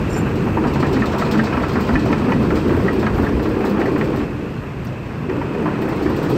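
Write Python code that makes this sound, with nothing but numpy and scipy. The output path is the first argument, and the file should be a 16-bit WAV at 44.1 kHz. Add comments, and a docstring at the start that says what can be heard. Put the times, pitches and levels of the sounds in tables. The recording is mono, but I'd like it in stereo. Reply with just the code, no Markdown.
"""Open yard, two microphone ports a few centimetres apart, one fixed distance throughout.
From the start an excavator turns on steel tracks: filtered noise gives its rumble and rattle, and noise with
sine tones its diesel, pump and turbo whistle. At once a dry pin squeaks in narrow noise bands, then links snap,
shoes clank and rollers thump as decaying modes and noise bursts. Past 4.2 s the tracks pause for a second, the
engine runs on and small steel pings; from about 5.3 s the machine moves on."""
import sys
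import numpy as np
from scipy import signal
from scipy.fft import rfft, irfft, next_fast_len
from scipy.io import wavfile
from scipy.ndimage import uniform_filter1d, map_coordinates

SR = 44100
rng = np.random.default_rng(int(sys.argv[2]) if len(sys.argv) > 2 else 0)


def unload_audio(sound):
    """Save the sound as a 16-bit wav file, at the path given as the first command line argument."""
    columns = np.transpose(np.atleast_2d(sound))
    # keep every value between -1 and 1, then stretch to whole-number steps
    steps = np.round(np.clip(columns, -1, 1) * 32767)
    wavfile.write(sys.argv[1], SR, steps.astype(np.int16))


N = 280917

# Levels are relative: the functions trim each layer.
# Tracks in motion: [t/s, rumble level/dB, rollers over frame/dB, ground thud level/dB, rattle level/dB, grit level/dB]
TRACK_MOTION = [(0, -25, 1.5, -24, -29.5, -48), (.12, -21.5, 2.5, -30.5, -30, -47),
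                (.45, -18.5, -2.5, -28, -28.5, -49.5), (.9, -20, 5.5, -27, -27, -48.5),
                (1.3, -20, -3, -33, -24.5, -45), (1.7, -19.5, 1.5, -27, -26, -45),
                (2.1, -18.5, -2, -28.5, -25, -44.5), (2.55, -16.5, 2, -22.5, -27, -46),
                (2.85, -17.5, 3, -29, -25.5, -44.5), (3.15, -17.5, 0.5, -21.5, -28.5, -45.5),
                (3.45, -18.5, 5, -31.5, -29, -48), (3.8, -17, 3, -34, -24, -48.5),
                (4.2, -19, -1.5, -24.5, -29, -48), (4.29, -22.5, 3.5, -32.5, -33.5, -52),
                (4.7, -35.5, 1, -37, -37, -55.5), (5.25, -30, -12, -35.5, -34, -52.5),
                (5.31, -24.5, 5, -29, -32.5, -52), (5.7, -20, 1, -39, -28, -50),
                (6.05, -21, 4, -35, -27, -46.5), (6.37, -19, 6.5, -30.5, -27.5, -42.5)]
# Ground thud spectrum: [f/Hz, density level/dB per Hz]
THUD_SPECTRUM = [(22, -47), (32, -26), (42, 9), (58, 11), (85, 15.5), (110, 10.5), (160, -44)]
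# Track frame resonances: [f/Hz, width/Hz, level/dB]
FRAME_MODES = [(127.5, 29.6, -6.5), (158.8, 26.4, -2.5), (212.3, 14, 2.5), (252.6, 26.6, -5.5)]
# Roller resonances: [f/Hz, width/Hz, level/dB]
ROLLER_MODES = [(288.3, 29.3, -1.5), (342, 37.5, -3), (381.7, 25.3, -0.5), (463, 90, -8), (541.5, 106, -14)]
# Loose shoe rattle spectrum: [f/Hz, density level/dB per Hz]
RATTLE_SPECTRUM = [(250, -10), (440, 6.5), (600, 0), (800, -3.5), (1000, -1.5), (1350, -6), (1800, -12),
                   (2150, -14.5), (2500, -13), (3200, -22), (4200, -54)]
# Spectrum of grit grinding in the links: [f/Hz, density level/dB per Hz]
GRIT_SPECTRUM = [(2200, -27), (3200, 5), (3800, -2), (4400, -2), (5500, -6.5), (7000, -17.5), (8500, -8),
                 (10000, -25), (12500, -21), (14500, -35), (15700, -36)]
# Modes of a track shoe: [f/Hz, level/dB]
SHOE_MODES = [(580, -0.5), (690, -1.5), (780, -1), (920, -1.5), (1000, -2.5), (1150, -1.5), (1310, 0.5),
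              (1600, -0.5), (1780, 1.5), (1930, -0.5), (2150, -4.5), (2460, -1.5), (3000, -6)]
# Engine effort: [t/s, level/dB]
ENGINE_LOAD = [(0, 4), (.6, 2.5), (2, 0), (4.2, -1.5), (4.6, -1.5), (5.3, -2.5), (6.37, 0)]
# Engine block and fan spectrum: [f/Hz, density level/dB per Hz]
BLOCK_SPECTRUM = [(25, -33), (45, -12), (70, -7.5), (150, 0.5), (300, -6.5), (550, -21), (1050, -21),
                  (1700, -23.5), (2150, -27.5), (2450, -24), (2700, -23), (3200, -36), (5500, -46),
                  (7500, -46.5), (11000, -48.5), (13000, -54), (15500, -61)]
# Steady engine tones: [f/Hz, mean peak level/dB]
ENGINE_TONES = [(123.8, -31), (602, -52), (663, -54), (1050, -55), (2588, -61)]
# Turbo whistle: [t/s, f/Hz, mean peak level/dB]
TURBO_WHISTLE = [(0, 9470, -65), (.35, 9420, -70), (.65, 9850, -63), (1.1, 10220, -65), (1.7, 10590, -62),
                 (2.1, 10780, -63), (2.6, 10870, -64), (3.4, 10970, -64), (4.1, 10980, -65),
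                 (4.3, 10880, -64), (4.46, 11150, -66), (4.75, 10080, -69), (5, 9730, -70),
                 (5.35, 9470, -68), (5.65, 9400, -68), (5.9, 9850, -69), (6.12, 10000, -71),
                 (6.37, 9450, -72)]
# Hydraulic pump whirr: [t/s, centre f/Hz, mean level/dB]
PUMP_WHIRR = [(0, 2600, -51), (.9, 2640, -45), (1.5, 2570, -48), (3, 2560, -50), (4.2, 2580, -53.5),
              (5.3, 2580, -52), (5.6, 2520, -48), (6.37, 2600, -54)]
# A dry pin turns: [t/s, whistle level/dB, scrape level/dB]
PIN_SQUEAK = [(0.08, -68, -79), (0.1, -48, -60), (0.128, -39.5, -51), (0.143, -42, -39), (0.154, -46, -46),
              (0.167, -38, -48), (.179, -38, -49), (0.19, -33.5, -49), (0.204, -47, -61), (0.224, -49, -62),
              (0.232, -62, -67), (0.27, -64, -67)]
# Whistling resonances of the pin: [f/Hz, width/Hz, level/dB]
PIN_WHISTLE_MODES = [(6840, 40, -14), (7240, 16, 3), (7285, 16, 3), (8260, 30, -6), (9050, 150, -22),
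                     (10950, 80, -13), (12950, 150, -19)]
# Scraping resonances of the pin: [f/Hz, width/Hz, level/dB]
PIN_SCRAPE_MODES = [(5280, 140, -2), (5520, 160, 0), (5770, 110, -2)]
# Links snapping: [t/s, level/dB, body over that level/dB, nominal t60/s]
LINK_SNAPS = [(0.158, -46, 6, 0.12), (0.3561, -41, 3, 0.16), (0.596, -50, -1, 0.14),
              (0.6714, -48, 14, 0.13), (0.7357, -39, 7, 0.14), (0.8001, -38.5, 6, 0.14),
              (0.8644, -45, 11, 0.14), (0.9293, -36, 7, 0.15), (0.9944, -46, 11, 0.14),
              (1.0565, -35.5, 6.5, 0.14), (1.1194, -44, 8, 0.14), (1.183, -32, 3, 0.19),
              (1.2494, -44, 8, 0.14), (1.3124, -30, 4.5, 0.14), (1.3744, -42, 7, 0.14),
              (1.4366, -38, 8, 0.16), (1.4994, -51, 8, 0.14), (1.5609, -49, -1, 0.14),
              (1.6217, -47, 10, 0.15), (1.6836, -37, 5, 0.14), (1.7335, -40, 3, 0.14),
              (1.8068, -33.5, 1, 0.15), (1.8682, -41, 6, 0.14), (1.931, -41, 4, 0.14),
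              (1.9924, -44, 11, 0.14), (2.0557, -40, 6, 0.14), (2.1164, -50, 14, 0.14),
              (2.1794, -47, 10, 0.15), (2.2418, -46, 4, 0.14), (2.3042, -42, -1, 0.14),
              (2.4274, -43, 4, 0.14), (2.4897, -47, 6, 0.14), (2.5546, -38, 6, 0.17), (2.616, -47, 2, 0.13),
              (2.6788, -40, 3, 0.14), (2.7646, -39, -12, 0.091), (2.804, -45, 1, 0.14),
              (2.829, -41, -3, 0.14), (2.9297, -35, -6, 0.16), (2.9941, -38, 1, 0.14),
              (3.1782, -41, -13, 0.12), (3.193, -49, 4, 0.14), (3.2226, -37.5, -5, 0.12),
              (3.2395, -45, -1, 0.14), (3.3638, -45, -3, 0.14), (3.4271, -37, 0, 0.14),
              (3.488, -39, -4, 0.15), (3.6087, -42, -3, 0.14), (3.6496, -34, 0, 0.14),
              (3.6721, -39, -12, 0.14), (3.694, -34, -5, 0.14), (3.795, -39, 3, 0.14),
              (3.8561, -43, 5, 0.14), (3.919, -42, 0, 0.13), (3.9804, -37, -2, 0.14),
              (4.0407, -40.5, 1, 0.14), (4.1609, -38, -1, 0.18), (4.8479, -44, 0, 0.14),
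              (5.8182, -36, -4, 0.14), (5.8875, -37, -2, 0.14), (5.9579, -41, -1, 0.14),
              (6.0274, -40, 1, 0.14), (6.0955, -39, -2, 0.14), (6.1644, -37, 1, 0.14),
              (6.2297, -33, -3, 0.14), (6.2976, -31.5, -3, 0.16)]
# Bright part of a snap: [f/Hz, density level/dB per Hz]
SNAP_TOP_SPECTRUM = [(6000, -33), (8000, -4.5), (10000, -9), (12000, -7.5), (13500, -3), (14600, -7),
                     (15700, -3)]
# Body of a snap: [f/Hz, density level/dB per Hz]
SNAP_BODY_SPECTRUM = [(1800, -40), (3000, 1.5), (4500, 0.5), (6000, -9.5), (8000, -10), (10500, -36)]
# Modes of a ringing link: [f/Hz, level/dB]
LINK_MODES = [(3010, 2), (3580, -3), (4100, -1), (4290, 3), (4560, -2), (4800, -3), (5300, 1), (5780, -1),
              (7300, -2), (8000, -4), (8600, -4)]
# Shoes landing: [t/s, level/dB, favoured f/Hz, edge over level/dB, scrape over level/dB]
SHOE_LANDINGS = [(0.162, -19, 800, -11.5, -6), (0.265, -23, 875, -12, -2), (0.466, -15, 1035, -18, -10),
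                 (0.571, -10.5, 983, -28, -12), (0.638, -16, 1290, -14, -8), (0.651, -9, 775, -30, -12),
                 (0.757, -10, 920, -21, -20), (0.826, -13.5, 1224, -11.5, -7),
                 (0.846, -15.5, 1010, -17.5, -17), (0.891, -18.5, 930, -27, -15),
                 (0.963, -16, 810, -11.5, -8), (1.019, -16.5, 1860, -10, -5.5),
                 (1.036, -15, 1285, -17, -19), (1.132, -12.5, 656, -18, -11), (1.213, -19, 1950, -11, -17),
                 (1.221, -8.5, 1320, -19.5, -21), (1.338, -19.5, 629, -10, -2),
                 (1.389, -11.5, 1293, -14, -17), (1.394, -9.5, 1580, -19, -18),
                 (1.47, -21.5, 1310, -8, -19), (1.525, -19, 2484, -8, -13), (1.535, -13.5, 1330, -16, -17),
                 (1.553, -16.5, 1000, -22, -18), (1.569, -18.5, 1605, -8.5, -18),
                 (1.576, -12, 1144, -16, -15), (1.64, -20.5, 2500, -16, -19), (1.63, -16.5, 630, -17, -13),
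                 (1.635, -13, 1314, -17, -14), (1.755, -11, 1127, -19.5, -9), (1.889, -17.5, 974, -15, -3),
                 (1.939, -13.5, 926, -22, -13), (1.954, -10, 1770, -14, -18),
                 (1.954, -14.5, 2480, -23, -18), (2.086, -22.5, 2490, -14, -21),
                 (2.059, -10, 670, -23, -22), (2.102, -14, 957, -22, -12), (2.128, -11, 1336, -11, -14),
                 (2.135, -15, 890, -29.5, -15), (2.284, -17, 995, -26, -5.5), (2.319, -9.5, 925, -13, -19),
                 (2.319, -11.5, 1924, -20, -23), (2.338, -25.5, 1930, -22, -18),
                 (2.445, -23.5, 837, -24, -4.5), (2.504, -16, 1353, -11, -7), (2.569, -18, 1303, -14, -17),
                 (2.693, -13, 575, -18, -10), (2.796, -26, 728, -21, -8), (2.881, -14.5, 1830, -16, -18),
                 (2.883, -13.5, 1280, -23, -15), (3.027, -15, 570, -20, -7), (3.064, -15.5, 1270, -11, -10),
                 (3.065, -12.5, 1623, -13.5, -13.5), (3.183, -19, 806, -26, -3.5),
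                 (3.23, -20.5, 1400, -14.5, -0.5), (3.263, -17.5, 1660, -18.5, -11),
                 (3.368, -19, 680, -27, -10), (3.395, -22, 654, -15, -5), (3.455, -14.5, 1126, -16, -11.5),
                 (3.608, -13.5, 760, -19, -21), (3.641, -16.5, 913, -15, -7), (3.704, -23, 683, -36, -13),
                 (3.745, -23, 894, -35, -10), (3.798, -25, 1350, -18, -8), (3.813, -17, 1910, -7, -21),
                 (3.855, -21, 1970, -16, -12), (3.916, -28, 970, -24, -13), (3.958, -16.5, 1010, -17, -9),
                 (4.01, -17.5, 1850, -6, -20), (4.13, -20.5, 1076, -21, -7), (4.172, -22.5, 607, -18, -8.5),
                 (4.202, -21.5, 1080, -10, -11), (5.296, -23.5, 1580, -5.5, -6),
                 (5.352, -21.5, 1150, -20, -13), (5.414, -15, 975, -18.5, -13.5),
                 (5.547, -17, 594, -20, -17), (5.657, -16, 1025, -14, -7.5), (5.678, -17.5, 1146, -31, -9),
                 (5.709, -20, 930, -23, -11), (5.781, -19, 590, -27, -12), (5.821, -16.5, 663, -17, -14),
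                 (5.88, -14.5, 586, -19.5, -14), (6.01, -17.5, 805, -22, -17),
                 (6.061, -18.5, 1056, -10.5, -14), (6.062, -25.5, 1880, -18, -16),
                 (6.09, -23, 954, -20, -7), (6.102, -13, 544, -35, -22), (6.192, -15.5, 597, -34, -13),
                 (6.237, -22.5, 1420, -24, -8), (6.262, -23, 1920, -13, -8), (6.3, -15, 558, -21, -13)]
# Bare impact of a shoe: [f/Hz, density level/dB per Hz]
STRIKE_SPECTRUM = [(450, -19), (800, -1.5), (1400, 10), (2000, 3), (3000, -13), (4500, -37)]
# Crack and scrape of a landing: [f/Hz, density level/dB per Hz]
CRACK_SPECTRUM = [(1200, -27), (2300, 12.0), (3500, -6.0), (6000, -14.5), (9000, -37)]
SCRAPE_SPECTRUM = [(500, 11), (900, 16.5), (1900, 9.0), (2800, -21), (4000, -56)]
# The weight drops onto a roller: [t/s, level/dB, f/Hz]
ROLLER_DROPS = [(0.372, -21.5, 131.5), (0.397, -15, 230), (0.579, -9, 316), (0.652, -10, 245),
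                (0.69, -17, 154), (0.754, -10.5, 212), (0.758, -11, 139), (0.822, -8.5, 270),
                (0.852, -12.5, 148.5), (0.957, -8.5, 268.5), (1.002, -9.5, 225), (1.2, -13, 216),
                (1.339, -10.5, 311), (1.365, -3, 222), (1.557, -10.5, 252), (1.747, -8, 249),
                (1.802, -10, 219), (1.888, -7, 230), (1.917, -11.5, 75), (1.924, -7.5, 256),
                (1.93, -11, 45), (1.956, -8, 308), (2.01, -16.5, 290), (2.089, -10, 303),
                (2.031, -12, 120.5), (2.097, -12, 259), (2.156, -10.5, 209), (2.212, -7.5, 237),
                (2.277, -10.5, 258), (2.365, -8, 230), (2.368, -9, 133), (2.488, -11, 250),
                (2.579, -14, 289), (2.658, -10, 264), (2.696, -9.5, 293), (2.831, -7, 190),
                (2.838, -8, 380.4), (3.023, -13, 211), (3.114, -13, 65.4), (3.173, -17, 86.5),
                (3.19, -9.5, 277), (3.225, -9.5, 209), (3.325, -8.5, 178.5), (3.341, -8.5, 65.4),
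                (3.454, -12, 312), (3.587, -13, 292.6), (3.705, -8, 208), (3.784, -6, 334),
                (3.806, -17, 392), (3.939, -9.5, 282), (3.961, -9.5, 217), (4.176, -9.5, 292),
                (5.283, -10.5, 377), (5.374, -12.5, 283), (5.565, -20, 307), (5.598, -15, 221),
                (5.634, -11, 308), (5.64, -11, 158.5), (5.887, -13.5, 326), (6.051, -10.5, 307),
                (6.214, -11, 156), (6.296, -9, 129.5)]
# A small steel part is struck: [t/s, level/dB, modes below 8 kHz over that level/dB]
STEEL_PINGS = [(4.848, -47, -20), (4.87, -66, 21)]
# Modes of the small steel part: [f/Hz, t60/s]
PING_MODES = [(5050, .018), (5600, 0.058), (6150, .018), (10930, 0.087), (13510, .08)]
# The two ports: [f/Hz, scattered over direct/dB, left lead/rad, left over right/dB]
PORT_RESPONSE = [(40, -12, .1, .2), (130, -13, 0, 1.6), (330, -15, -.25, 1), (650, -6.5, 0, .7),
                 (1350, -9, -.5, 0), (1900, -8, 0, .3), (2500, -8, .7, -1.5), (3300, -6, 1.5, 1.5),
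                 (4300, -5, .6, 8), (5500, -4, 0, 7), (7000, -9, -.2, 1), (8400, -6, -1.5, .3),
                 (9550, -24, -2.85, 0), (10100, -36, -3.14, 0), (10600, -24, -3.4, 0), (11400, -7, -4.4, 0),
                 (12600, -26, -6.1, 0), (13400, -34, -6.28, 0), (14300, -26, -6.5, 0), (15000, -8, -7.6, 0),
                 (15700, -6, -8.6, 0)]

RUMBLE_TRIM_DB = -4.5  # frame and rollers share the rumble
SWELL_DB, SWELL_KNOTS_PER_S = 2.5, 14  # full random swell; each undercarriage layer takes a multiple
RATTLE_PATCHY_DB = 1.2
JINGLE_OVER_RATTLE_DB, JINGLES_PER_S, JINGLE_WIDTH_HZ = -9.5, 260, 45
FIRING_HZ = 61.9
PUMP_KNOTS_PER_S = 200  # sets how wide the whirr's band is
LINK_RING_OVER_BODY_DB, LINK_WIDTH_HZ, LINK_SCATTER_DB = -17.5, 100, 2.5
SHOE_T60_S, SHOE_HOLD_S, SHOE_RISE_S = 0.17, 0.011, 0.0019  # the ground soon chokes the ring
FAVOUR_DB_PER_OCTAVE, EDGE_LIFT_DB = 52, 0.5  # far modes ring only as hard as the edge bites
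MODE_SCATTER_DB = 3  # where the blow lands changes each mode
STRIKE_OVER_EDGE_DB, STRIKE_T60_S = 3, 0.025
THUMP_T60_S, THUMP_RISE_S = 0.2, 0.0094
TOP_HZ = 15770  # nothing is kept above this


def amp(db):
    """Amplitude of a level in dB."""
    return 10 ** (np.asarray(db) / 20)


def unit(x):
    """x scaled to rms 1 over all its rows."""
    return x / np.sqrt(np.mean(x ** 2) + 1e-20)


def along(points, hz):
    """One array for each column of (f/Hz, value, ..) rows, read on a log axis."""
    f, *columns = np.transpose(points)
    return [np.interp(np.log(hz + 1), np.log(f + 1), column) for column in columns]


def curves(rows):
    """One value per sample for each column after the time."""
    s, *columns = np.transpose(rows)
    return [np.interp(np.arange(N) / SR, s, column) for column in columns]


def wobble(rate):
    """A smooth random curve, rate knots a second."""
    knots = rng.standard_normal(int(N * rate / SR) + 4)
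    return map_coordinates(knots, [np.arange(N) * rate / SR])


def filtered(x, response):
    """x passed through a complex response of frequency."""
    m = next_fast_len(N + SR // 2)
    spectrum = rfft(x, m) * response(np.fft.rfftfreq(m, 1 / SR))
    return irfft(spectrum, m)[..., :N]


def resonances(modes):
    """The summed response of (f/Hz, width/Hz, level/dB) modes, alternating in sign."""
    def response(f):
        total = 0
        for k, (centre, width, db) in enumerate(modes):
            damping = 1j * f * width
            total = total + (-1) ** k * amp(db) * damping / (centre * centre - f * f + damping)
        return total
    return response


def shaped(spectrum):
    """The gain of a (f/Hz, level/dB) spectrum."""
    return lambda hz: amp(along(spectrum, hz)[0])


def noise(response, patchy_db=0):
    """Direct and scattered noise of rms 1, with shared time-frequency patches of random gain."""
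    z = signal.stft(rng.standard_normal((2, N)), nperseg=512)[2]
    field = uniform_filter1d(rng.standard_normal(z.shape[1:]), size=4, axis=0)
    field = uniform_filter1d(field, size=6, axis=1)
    pair = signal.istft(z * amp(patchy_db * unit(field)), nperseg=512)[1][:, :N]
    return unit(filtered(pair, response))


def even(pair, span):
    """Noise with swells slower than span seconds levelled out, as from many small sources at once."""
    power = uniform_filter1d(pair ** 2, int(span * SR), axis=1)
    return unit(pair / np.sqrt(np.abs(power) + 0.034))


def decays(s, db, t60, rise):
    """The envelope of bursts whose powers add; rise is the time constant of the power in seconds."""
    power, t = np.zeros(N + SR), np.arange(SR // 3) / SR
    for start, top_db, fade in zip(s, db, t60 + 0 * s):
        burst = amp(2 * (top_db - 60 * t / max(fade, .01))) * (1 - np.exp(-t / rise))
        power[round(start * SR):][:len(t)] += burst
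    return np.sqrt(power[:N])


def undercarriage():
    """Rollers shake ground and frame; loose shoes rattle and grit grinds in the links."""
    rumble_db, tilt_db, thud_db, rattle_db, grit_db = curves(TRACK_MOTION)
    rumble_db = rumble_db + RUMBLE_TRIM_DB

    def heave(depth):
        return unit(amp(depth * SWELL_DB * wobble(SWELL_KNOTS_PER_S)))

    knocks = np.zeros(N)  # small random knocks make the rattle grainy
    knocks[rng.integers(0, N, size=600)] = amp(0.86 * rng.standard_normal(600))
    grain = 1 + .4 * signal.lfilter([1], [1, -np.exp(-1 / (.006 * SR))], knocks)

    # thud and frame are stronger in the scattered row: the ground shakes all round the machine
    thud = amp(thud_db) * heave(1.18) * amp([[0], [2.5]]) * even(noise(shaped(THUD_SPECTRUM)), 0.046)
    frame = even(noise(resonances(FRAME_MODES)), 0.07)
    frame = amp(rumble_db - tilt_db / 2) * heave(0.63) * amp([[0], [2]]) * frame
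    rollers = even(noise(resonances(ROLLER_MODES)), 0.053)
    rollers = amp(rumble_db + tilt_db / 2) * heave(0.7) * rollers
    rattle = unit(grain * noise(shaped(RATTLE_SPECTRUM), RATTLE_PATCHY_DB))
    rattle = unit(rattle + amp(JINGLE_OVER_RATTLE_DB) * jingle())
    rattle = amp(rattle_db) * heave(.35) * rattle
    grit = unit(grain ** 0.5 * noise(shaped(GRIT_SPECTRUM), RATTLE_PATCHY_DB))
    grit = amp(grit_db) * heave(.25) * grit
    return thud + frame + rollers + rattle + grit


def jingle():
    """Loose shoes touch many times, each touch faintly ringing one mode of a shoe."""
    count = int(JINGLES_PER_S * N / SR)
    hz, level_db = np.transpose(SHOE_MODES)[:, rng.integers(0, len(SHOE_MODES), size=count), None]
    draw, t = rng.standard_normal((2, count, 1)), np.arange(SR // 30) / SR
    size = amp(level_db - 4 * np.log2(hz / 600) + 2.5 * draw[0])
    rings = size * np.sin(2 * np.pi * hz * (1 + .03 * draw[1]) * t)
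    rings = rings * np.exp(-np.pi * JINGLE_WIDTH_HZ * t) * (1 - np.exp(-t / SHOE_RISE_S))
    places = rng.integers(0, N, size=(2, count, 1)) + np.arange(len(t))
    return unit(np.array([np.bincount(at.ravel(), rings.ravel(), N + SR)[:N] for at in places]))


def engine():
    """Block and fan noise throbs with the firings under wavering tones, the pump and the turbo whistle."""
    t = np.arange(N) / SR
    throb = 1 + 0.064 * np.sin(2 * np.pi * FIRING_HZ * t + .5 * wobble(2.1))
    load_db, = curves(ENGINE_LOAD)
    block = amp(-26 + load_db) * throb * noise(shaped(BLOCK_SPECTRUM), patchy_db=1.0)
    tones = np.zeros(N)
    for hz, db in ENGINE_TONES:
        phase = 2 * np.pi * hz * t + hz ** .25 * .3 * wobble(9)
        tones += amp(db + 2.5 * wobble(7)) * np.sin(phase)
    turbo_hz, turbo_db = curves(TURBO_WHISTLE)
    flutter_db = 3 * wobble(7) + 2 * wobble(30)
    turbo_phase = 2 * np.pi * np.cumsum(turbo_hz) / SR + 1.1 * wobble(60)
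    turbo = amp(turbo_db + flutter_db) * np.sin(turbo_phase)
    return block + pump() + (tones + turbo) * [[1], [.3]]  # tones are weaker in the scattered row


def pump():
    """A narrow, unsteady band of noise follows the pump's speed."""
    hz, level_db = curves(PUMP_WHIRR)
    phase = 2 * np.pi * np.cumsum(hz) / SR

    def band():
        return wobble(PUMP_KNOTS_PER_S) * np.cos(phase) + wobble(PUMP_KNOTS_PER_S) * np.sin(phase)

    return amp(level_db + 3.0 * wobble(9)) * unit(np.array([band(), band()]))


def pin_squeak():
    """A dry pin squeaks once as it slips: narrow noise bands whistle and scrape at changing levels."""
    t = np.arange(N) / SR
    inside = (t > PIN_SQUEAK[0][0]) & (t < PIN_SQUEAK[-1][0])
    whistle_db, scrape_db = curves(PIN_SQUEAK)
    whistle = amp(whistle_db) * even(noise(resonances(PIN_WHISTLE_MODES)), .03)
    scrape = amp(scrape_db) * even(noise(resonances(PIN_SCRAPE_MODES)), .03)
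    return inside * (whistle + scrape)


def snaps():
    """Each link snaps with a sharp tick, a ringing body and a hissing tail that the yard walls draw out."""
    s, db, body_db, t60 = np.transpose(LINK_SNAPS)
    tick = decays(s, db - 8, .016, rise=.0001)
    hiss = decays(s, db - 10.0, t60, rise=.0002)
    tail = decays(s, db - 22.5, 1.8 * t60, rise=.004)
    top = (hiss + tail + tick) * even(noise(shaped(SNAP_TOP_SPECTRUM)), .0015)
    body = decays(s, db + body_db - 5.0, 2.04 * t60, rise=0.0049)
    body = body * noise(shaped(SNAP_BODY_SPECTRUM), patchy_db=2.5)
    ring = link_rings(s, db + body_db + LINK_RING_OVER_BODY_DB, np.maximum(t60, .02))
    return ring + top + body


def link_rings(s, db, t60):
    """Every snap rings the link's modes anew, each at its own strength and wavering as it fades."""
    out, t = np.zeros((2, N + SR)), np.arange(SR // 6) / SR
    hz, level_db = np.transpose(LINK_MODES)[:, :, None]
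    step = np.sqrt(2 * np.pi * LINK_WIDTH_HZ / SR)  # a random walk of phase widens each mode
    for start, top_db, fade in zip(s, db, t60):
        draw = rng.standard_normal((len(LINK_MODES), 2))
        drift = np.cumsum(rng.standard_normal((2, len(LINK_MODES), len(t))), axis=2) * step
        size = amp(top_db + level_db + LINK_SCATTER_DB * draw[:, :1] - 60 * t / fade)
        pitch_hz = hz * (1 + 0.0067 * draw[:, 1:])
        ring = (size * np.sin(2 * np.pi * pitch_hz * t + drift)).sum(axis=1)
        out[:, round(start * SR):][:, :len(t)] += ring
    return out[:, :N]


def clanks():
    """Each landing rings the shoe's modes near a favoured pitch, with a strike, a crack and a short scrape."""
    rings, t = np.zeros((2, N + SR)), np.arange(SR // 5) / SR
    hz, level_db = np.transpose(SHOE_MODES)
    fade = np.exp(-(t / SHOE_HOLD_S) ** 2) + amp(-9.5 - 60 * t / SHOE_T60_S)
    shape = (1 - np.exp(-t / SHOE_RISE_S)) * fade
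    for s, db, favoured_hz, edge_db, _ in SHOE_LANDINGS:
        draw = rng.standard_normal((3, 2, len(SHOE_MODES), 1))
        away = np.abs(np.log2(hz / favoured_hz))  # octaves
        others = away > away.min()  # the nearest mode moves onto the favoured pitch
        share_db = np.maximum(FAVOUR_DB_PER_OCTAVE * (away.min() - away), edge_db + EDGE_LIFT_DB)
        pitch_hz = np.where(others, hz, favoured_hz)[:, None] * (1 + .006 * draw[1])
        size = amp((level_db + share_db)[:, None] + MODE_SCATTER_DB * draw[0] * others[:, None])
        ring = (size * np.sin(2 * np.pi * pitch_hz * t + 2 * draw[2])).sum(axis=1)
        rings[:, round(s * SR):][:, :len(t)] += amp(db - 8.5) * ring * shape

    s, db, _, edge_db, scrape_db = np.transpose(SHOE_LANDINGS)
    strike = decays(s, db + edge_db + STRIKE_OVER_EDGE_DB, STRIKE_T60_S, rise=0.00092)
    strike = strike * even(noise(shaped(STRIKE_SPECTRUM)), 0.0043)
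    crack = decays(s, db + edge_db - 2.5, 0.045, rise=0.0008)
    crack = crack * even(noise(shaped(CRACK_SPECTRUM)), 0.0018)
    scrape = decays(s, db + scrape_db - 0.5, 0.26, rise=0.0024)
    scrape = scrape * noise(shaped(SCRAPE_SPECTRUM))
    return rings[:, :N] + strike + crack + scrape


def thumps():
    """Each drop of the weight onto a roller rings the heavy frame briefly at one low pitch."""
    out, t = np.zeros((2, N + SR)), np.arange(SR // 3) / SR
    rise = 1 - np.exp(-t / THUMP_RISE_S)
    for s, db, hz in ROLLER_DROPS:
        phase = 2 * np.pi * (hz * t + rng.random((2, 1)))
        ring = amp(db - 60 * t / THUMP_T60_S) * np.sin(phase) * rise
        out[:, round(s * SR):][:, :len(t)] += ring
    return out[:, :N]


def steel_pings():
    """A small struck steel part rings faintly as a few decaying sine modes."""
    out, t = np.zeros(N), np.arange(N) / SR
    for s, db, low_db in STEEL_PINGS:
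        since = np.maximum(t - s, 0)
        for hz, t60 in PING_MODES:
            level_db = db + low_db * (hz < 8000) - 60 * since / t60
            out += amp(level_db) * np.sin(2 * np.pi * hz * since)
    return out


def scene():
    """Row 0 is the direct sound, row 1 the sound scattered by the yard."""
    return undercarriage() + engine() + pin_squeak() + snaps() + clanks() + thumps() + steel_pings()


def record(dry):
    """The ports share the direct sound, differ by the scattered one, and shift and shade it by frequency."""
    def port(side):
        def response(hz):
            scatter_db, lead, balance_db = along(PORT_RESPONSE, hz)
            turn = np.arctan(amp(scatter_db))
            gain = amp(side * balance_db / 2) * np.exp(side * .5j * lead)
            return gain * np.array([np.cos(turn), side * np.sin(turn)])
        return filtered(dry, response).sum(axis=0)

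    pair = np.array([port(1.0), port(-0.97)])  # left, right
    pair = pair / (1 + np.abs(pair / .8) ** 5) ** (1 / 5)  # the loudest peaks are rounded off
    return filtered(pair, lambda hz: hz < TOP_HZ)


dry = scene()
out = record(dry)
unload_audio(out)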